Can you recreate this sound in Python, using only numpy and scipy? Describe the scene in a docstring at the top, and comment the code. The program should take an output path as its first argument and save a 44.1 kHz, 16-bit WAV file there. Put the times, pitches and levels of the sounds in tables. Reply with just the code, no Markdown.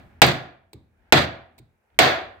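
"""Hard, ringing cracks of steel in a small workshop: a hammer drives a punch on the steel block of a bench vice.
The ring of an earlier blow dies away first, then come three blows, with light aiming taps between them.
Shaped noise makes the cracks, rough decay, clicks and room; damped modes make the ring of vice and bench;
gliding sines make the thumps. Rumble, hiss and the rustle of a sleeve lie beneath. A look-ahead gain control
turns loud moments down and a soft clipper rounds off the peaks."""
import sys
import numpy as np
from scipy import signal
from scipy.fft import rfft, irfft, next_fast_len
from scipy.io import wavfile
from scipy.ndimage import uniform_filter1d, minimum_filter1d, map_coordinates

SR = 44100
rng = np.random.default_rng(int(sys.argv[2]) if len(sys.argv) > 2 else 0)


def transcribe(signal):
    """Save signal, clipped to [-1, 1], as a 16-bit WAV file at the path in sys.argv[1]."""
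    frames = np.atleast_2d(signal).T
    limited = np.clip(frames, -1, 1)
    pcm = np.round(limited * 32767).astype(np.int16)
    wavfile.write(sys.argv[1], SR, pcm)


def elevation(decibels):
    """Turn decibel levels (scalar or array-like) into linear amplitude ratios."""
    levels = np.asarray(decibels, float)
    return 10 ** (levels / 20)


N = 105840
LEAD = SR // 2  # samples rendered before the start, for the blow that fell earlier


def unit(x):
    """Scale to rms 1."""
    return x / np.sqrt(np.mean(x ** 2) + 1e-20)


def along(points, hz):
    """Interpolate (Hz, value) points on a logarithmic frequency axis."""
    point_hz, value = np.transpose(points)
    return np.interp(np.log(hz + 1), np.log(point_hz + 1), value)


def filtered(x, response):
    """Multiply the spectrum of x by a response of frequency."""
    m = next_fast_len(x.shape[-1] + SR // 4)
    spectrum = rfft(x, m) * response(np.fft.rfftfreq(m, 1 / SR))
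    return irfft(spectrum, m)[..., :x.shape[-1]]


def noise(colour, size):
    """Coloured stereo noise of rms 1: the channels share most around 80 to 200 Hz, hardly anything in the treble."""
    # How alike left and right are. Each row: frequency in Hz, correlation.
    likeness = [(40, 0.16), (80, 1), (200, 0.95), (600, .3), (2000, 0.033), (8000, 0.073)]
    # Stereo balance. Each row: frequency in Hz, left over right in dB.
    balance = [(60, 3.5), (150, -4), (380, 2), (950, -0.5), (2380, -1.5), (5980, -3.5), (15000, 4)]

    def mid_side(hz):
        angle = np.arccos(np.clip(along(likeness, hz), -1, 1)) / 2
        return elevation(along(colour, hz)) * [np.cos(angle), np.sin(angle)]

    def left_right(hz):
        return elevation(along(balance, hz) * [[.5], [-.5]])

    mid, side = filtered(rng.standard_normal((2, size)), mid_side)
    return unit(filtered(np.array([mid + side, mid - side]), left_right))


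def held(t, hold_s, t60):
    """Full level for a while, then an exponential decay of 60 dB per t60 seconds."""
    return elevation(-60 * np.maximum(t - hold_s, 0) / t60)


def add(out, s, sound):
    """Mix a sound in at time s in seconds."""
    part = out[:, LEAD + round(s * SR):][:, :sound.shape[1]]
    part += sound[:, :part.shape[1]]


def level_curve(rows):
    """Turn (seconds, dB) rows into a gain for every sample."""
    return elevation(np.interp(np.arange(N) / SR, *np.transpose(rows)))


def rumble():
    """Low rumble of the room: bass noise whose level drifts."""
    # Colour of the rumble. Each row: frequency in Hz, level in dB per Hz.
    colour = [(29, -28), (50, -1.5), (91, 1), (140, -16.5), (225, -9.5), (322, -21), (400, -17),
              (520, -45.5), (880, -120)]
    # Its loudness. Each row: time in seconds, level in dB.
    levels = [(0, -60), (.2, -55.5), (.6, -67), (.9, -65.5), (1.1, -63), (1.5, -61.5), (1.75, -69.5),
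              (1.88, -78.5), (2.0, -51), (2.4, -60.5)]
    return level_curve(levels) * noise(colour, size=N)


def hiss():
    """Faint hiss: mostly midrange noise whose level drifts."""
    # Colour of the hiss. Each row: frequency in Hz, level in dB per Hz.
    colour = [(180, -51.5), (300, -15.5), (440, -5), (1010, -9.5), (1690, -11), (2030, -14), (2400, -10),
              (3350, -28.5), (4020, -27), (16000, -28)]
    # Its loudness. Each row: time in seconds, level in dB.
    levels = [(0, -65), (.2, -73), (.6, -80), (1.0, -76), (1.5, -78), (1.9, -75), (2.4, -74.5)]
    return level_curve(levels) * noise(colour, size=N)


def sleeve_rustle():
    """Cloth rubbing as the arm swings: midrange noise that swells around the blows."""
    # Colour of the cloth. Each row: frequency in Hz, level in dB per Hz.
    colour = [(180, -38), (300, -8), (882, 0), (1100, -14), (1530, -2.5), (2400, -12.5), (6000, -34),
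              (7800, -66.5), (13200, -120)]
    # Its loudness. Each row: time in seconds, level in dB.
    levels = [(0, -104), (.1, -63), (.2, -63.5), (.5, -86.5), (.9, -81), (1.0, -70), (1.1, -66),
              (1.2, -73.5), (1.8, -80), (1.95, -69.5), (2.1, -76.5)]
    return level_curve(levels) * noise(colour, size=N)


def short_ticks(rows, colour):
    """Small impacts: noise bursts of one colour with a soft onset and a quick decay."""
    out, t = np.zeros((2, LEAD + N)), np.arange(SR // 10) / SR
    for s, db, t60 in rows:
        burst = noise(colour, size=len(t)) * held(t, 0.0015, t60)
        add(out, s, elevation(db) * burst * np.minimum(t / 0.0012, 1))
    return out[:, LEAD:]


def raising_ticks():
    """Faint dull ticks as the hammer is raised: tiny bursts of midrange noise."""
    # Each row: start in seconds, level in dB, decay t60 in seconds.
    tick_rows = [(1.9018, -68, .012), (1.9447, -66, .018)]
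    # Dull colour. Each row: frequency in Hz, level in dB per Hz.
    colour = [(500, -25.5), (1500, -1.5), (3500, -3), (5500, -29)]
    return short_ticks(tick_rows, colour)


def landing_parts():
    """Small parts that jump and land again after each blow: bright bursts of noise."""
    # Each row: start in seconds, level in dB, decay t60 in seconds.
    landing_rows = [(.2635, -21, 0.045), (1.158, -31, .04), (2.019, -30, .04)]
    # Bright colour. Each row: frequency in Hz, level in dB per Hz.
    colour = [(400, -29.5), (1500, -9.5), (4000, -7), (8000, -4.5), (10500, -8.5), (13500, 1.5),
              (16000, -8.5)]
    return short_ticks(landing_rows, colour)


def tail(colour):
    """The room's answer: noise of which each frequency dies at its own speed, building up over the first echoes."""
    # How fast the room dies away. Each row: frequency in Hz, decay t60 in seconds.
    decay = [(60, 0.47), (160, 0.27), (420, 0.56), (1100, 0.51), (2900, 0.45), (6000, 0.32), (9000, 0.3),
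             (15000, .3)]
    hz, t, z = signal.stft(noise(colour, size=SR), SR, nperseg=256)
    z = z * elevation(-60 * t / along(decay, hz)[:, None])
    answer = signal.istft(z, SR, nperseg=256)[1][:, :SR]
    build_up = 1 - np.exp(-np.arange(SR) / SR / 0.0054)
    return answer * build_up


def thump(t, from_hz, to_hz, fall_s, t60):
    """A bending wave in the bench top: high pitches arrive first, so the tone glides down."""
    hz = to_hz + (from_hz - to_hz) * np.exp(-t / fall_s)
    tone = np.sin(2 * np.pi * np.cumsum(hz) / SR)
    return tone * elevation(-60 * t / t60) * (1 - np.exp(-t / 0.002)) * np.ones((2, 1))


def tap_click(t, t60):
    """Hammer set lightly on the punch: a short click of steel and a weak answer of the room."""
    # Colour of the click. Each row: frequency in Hz, level in dB per Hz.
    click_colour = [(120, -27.5), (200, -3.5), (1020, -11), (1370, -29), (2250, -7.5), (3190, -23),
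                    (3760, -8.5), (5420, -20.5), (6640, -26), (7010, -19.5), (8740, -14.5), (10500, -36),
                    (15100, -16), (16000, -25)]
    # Colour of the room after a tap. Each row: frequency in Hz, level in dB per Hz.
    room_colour = [(710, -37.5), (1200, -11), (1240, -13), (1370, -10.5), (2270, 0), (2890, -11.5),
                   (3700, 2.5), (4500, -2), (5700, -18), (8200, -10), (10500, -24), (16000, -18.5)]
    room_db = -21.5
    return noise(click_colour, size=SR) * held(t, 0.0038, t60) + elevation(room_db) * tail(room_colour)


def tap_thump(t):
    """The bench under a tap: a gliding thump along the top and a low afterring of noise."""
    # Colour of the afterring. Each row: frequency in Hz, level in dB per Hz.
    thud_colour = [(18, -53), (30, -17.5), (64, -8), (115, -0.5), (188, -13), (355, -18.5), (383, -24.5),
                   (1200, -36.5), (2640, -120)]
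    return thump(t, from_hz=450, to_hz=100, fall_s=.022, t60=.11) + elevation(-3) * tail(thud_colour)


def aiming_taps():
    """Light taps to aim the punch: a steel click, then the bench's thump a moment later."""
    # Each row: start in seconds, click level in dB, thump level in dB, click decay t60 in seconds.
    tap_rows = [(.7312, -42, -40, .022), (1.5805, -52, -58, .035), (1.5862, -49, -48, .03)]
    thump_lag_s = .0105
    out, t = np.zeros((2, LEAD + N)), np.arange(SR) / SR
    for s, click_db, thump_db, t60 in tap_rows:
        add(out, s, elevation(click_db) * tap_click(t, t60))
        add(out, s + thump_lag_s, elevation(thump_db) * tap_thump(t))
    return out[:, LEAD:]


def blow_crack(t):
    """Steel on steel: a briefly held crack of noise plus the shorter burst of the first contact."""
    # Colour of the crack. Each row: frequency in Hz, level in dB per Hz.
    crack_colour = [(59, -32), (100, -11), (381, -8.5), (818, -1), (1230, -17), (2300, -5.5), (3320, -15.5),
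                    (3620, -10.5), (6420, -23.5), (8110, -20), (9210, -41), (16000, -34)]
    # Colour of the first contact. Each row: frequency in Hz, level in dB per Hz.
    contact_colour = [(290, -35), (500, -2.5), (1200, -2.5), (2300, 7), (6420, -12.5), (8090, -10),
                      (9220, -24.5), (12700, -13.5), (15100, -18.5), (16000, -26.5)]
    contact_db, contact_t60 = 12, 0.012  # dB, seconds
    crack = noise(crack_colour, size=SR) * held(t, hold_s=0.0047, t60=0.065)
    contact = elevation(contact_db - 60 * t / contact_t60) * noise(contact_colour, size=SR)
    return crack + contact


def rough_noise(t):
    """Rough, uneven noise after each blow that fades, and faster after about a tenth of a second."""
    # Colour of the rough noise. Each row: frequency in Hz, level in dB per Hz.
    colour = [(120, -37), (200, -7), (353, -5), (440, -5), (709, 2), (867, -7), (1940, -3.5), (3070, -10.5),
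              (3370, -6), (4860, -13), (5230, -26), (5940, -24), (8300, -27), (9400, -37), (11500, -41.5),
              (14000, -34.5), (16000, -36.5)]
    fade_db_per_s, uneven_db, uneven_per_s = 131.5, 2.5, 70
    unevenness = map_coordinates(rng.standard_normal(SR // 200), [t * uneven_per_s])
    level = elevation(-fade_db_per_s * t + uneven_db * unevenness)
    return level * noise(colour, size=SR) * held(t, hold_s=.1, t60=.1)


def blow_room(treble_db):
    """The walls answer a blow: a dying tail of noise with its treble raised or lowered."""
    # Colour of the answer. Each row: frequency in Hz, level in dB per Hz.
    wall_colour = [(29, -43.5), (55, -20), (80, -4.5), (135, -2), (203, -5.5), (362, -8), (439, -17),
                   (694, -6), (884, -15), (1820, -11.5), (3100, -19), (3330, -14.5), (4790, -18),
                   (5270, -27.5), (5950, -24.5), (8140, -32.5), (9410, -39.5), (11500, -40.5), (14000, -35),
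                   (16000, -37.5)]
    room_db = -7.5
    treble_shelf = [(4000, 0.0098), (9000, treble_db)]  # Hz, dB
    return elevation(room_db) * filtered(tail(wall_colour), lambda hz: elevation(along(treble_shelf, hz)))


def ring(modes, t, apart, blur_hz, steady):
    """Damped modes, each blurred to a narrow band that swells by chance; each channel has its own phase."""
    scatter_db, longest_t60 = 1.5, .5  # chance level per mode in dB; upper limit of every t60 in seconds
    hz, db, t60 = np.transpose(modes)[:, :, None]
    scattered_db = db + scatter_db * rng.standard_normal(hz.shape)
    size = elevation(scattered_db - 60 * t / np.minimum(t60, longest_t60))
    knots = rng.standard_normal((2, len(modes), SR // 200))
    # two slow random curves per mode drift its amplitude and phase
    a, b = [np.array([map_coordinates(row, [t * blur_hz], order=2) for row in part]) for part in knots]
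    phase = [2 * np.pi * hz * t + side * apart[:, None] for side in (1, -1)]
    return (size * ((a + steady) * np.sin(phase) + b * np.cos(phase))).sum(1)


def hard_blows():
    """Each blow: a crack, rough noise, the ring of vice and bench, the room and a thump along the bench."""
    # Each row: start in seconds, level of the whole blow in dB, crack in dB, rough noise in dB,
    # bass in dB, room treble in dB. The first blow falls before the start.
    blow_rows = [(-.28, -8, -4, -9, 15.5, 8.5), (0.2179, -4.5, 12, 1, 3, 1), (1.1234, -3.5, 5, -1, 1.5, -5),
                 (1.9895, 3.5, -7.5, -25, -13.5, -2.5)]
    # Modes of the steel vice. Each row: frequency in Hz, level in dB, t60 in seconds before ring() limits it.
    vice_modes = [(567, -7.5, 0.46), (665, -2, 0.6), (739, 0.5, 0.42), (793, -7.5, 0.98),
                  (887, -16.5, 0.41), (1418, -6.5, 1), (1668, -9.5, 0.59), (1760, -9, 0.23),
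                  (1822, -10.5, 0.16), (1910, -10.5, .4), (2190, -13, 1), (2366, -9.5, 0.67),
                  (2610, -10, 0.12), (3470, -13, 0.4)]
    # Modes of the bench. Each row: frequency in Hz, level in dB, t60 in seconds before ring() limits it.
    bench_modes = [(79, -5.5, 0.59), (129.3, 2.5, 0.45), (153.2, 7.5, 0.32), (210.4, -3.5, 0.26),
                   (250.8, -4, 0.43), (300.8, 2, .28), (354.8, 2.5, 0.35), (413, -9, 0.1)]
    # Glide of the thump: lag in seconds, first pitch in Hz, last pitch in Hz, time of fall in seconds.
    thump_lag_s, from_hz, to_hz, fall_s = .002, 1100, 125, .012
    vice_db, bench_db, thump_db = -22.5, -28, -1
    # the low ring drops by this many dB about a tenth of a second after each blow
    drop_db, drop_start_s, drop_length_s = 7.5, .1 - 0.012, 0.009
    out, t = np.zeros((2, LEAD + N)), np.arange(SR) / SR
    # stereo phase of each mode in radians, the same for every blow
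    vice_apart = rng.uniform(-0.28, 1, len(vice_modes))
    bench_apart = rng.uniform(-1, 1, len(bench_modes)) / 2
    for s, db, crack_db, rough_db, bass_db, treble_db in blow_rows:
        air = elevation(crack_db) * blow_crack(t) + elevation(rough_db) * rough_noise(t) + blow_room(treble_db)
        bass_shelf = [(200, bass_db), (400, 0.015)]  # Hz, dB
        air = filtered(air, lambda hz: elevation(along(bass_shelf, hz))) * np.minimum(t / .0003, 1)
        vice = elevation(vice_db) * ring(vice_modes, t, vice_apart, blur_hz=18, steady=1.2)
        vice = vice * (1 - np.exp(-t / 0.00067))
        bench = elevation(bench_db + bass_db) * ring(bench_modes, t, bench_apart, blur_hz=10, steady=5.1)
        bench = bench * (1 - np.exp(-t / 0.005))
        bench = bench * elevation(-drop_db * np.clip((t - drop_start_s) / drop_length_s, 0, 1))
        add(out, s, elevation(db) * (air + vice + bench))
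        low_thump = thump(t, from_hz, to_hz, fall_s, t60=0.13)
        add(out, s + thump_lag_s, elevation(db + bass_db + thump_db) * low_thump)
    return out[:, LEAD:]


def scene():
    """Sum of all sources: the work on the vice, the small sounds around it and the background."""
    work = hard_blows() + aiming_taps()
    small_sounds = landing_parts() + raising_ticks()
    background = rumble() + hiss() + sleeve_rustle()
    return work + small_sounds + background


def roll_off(x):
    """The treble ends steeply here."""
    return signal.sosfilt(signal.butter(12, 16000, fs=SR, output="sos"), x)


def record(dry):
    """Gain control that ducks ahead of loud moments and recovers at a steady rate, then soft clipping."""
    duck_above_db, duck_share = -8, .55  # threshold; share of the excess that is taken away
    look_ahead_s, recover_db_per_s = .013, 81.5
    clip_hardness = 6.7
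    t = np.arange(N) / SR
    power = uniform_filter1d(np.mean(dry ** 2, 0), SR // 200)
    loud_db = 10 * np.log10(np.abs(power) + 1e-12)
    need_db = -duck_share * np.maximum(loud_db - duck_above_db, 0)
    early_db = minimum_filter1d(need_db, 2 * max(round(look_ahead_s * SR), 1) + 1)
    # the running minimum along a slope lets the gain rise no faster than the recovery rate
    recovery_db = recover_db_per_s * t
    gain_db = np.minimum(np.minimum.accumulate(early_db - recovery_db) + recovery_db, 0)
    x = dry * elevation(uniform_filter1d(gain_db, SR // 400))
    clipped = x / (1 + np.abs(x) ** clip_hardness) ** (1 / clip_hardness)
    return roll_off(clipped)


dry = scene()
out = record(dry)
transcribe(out)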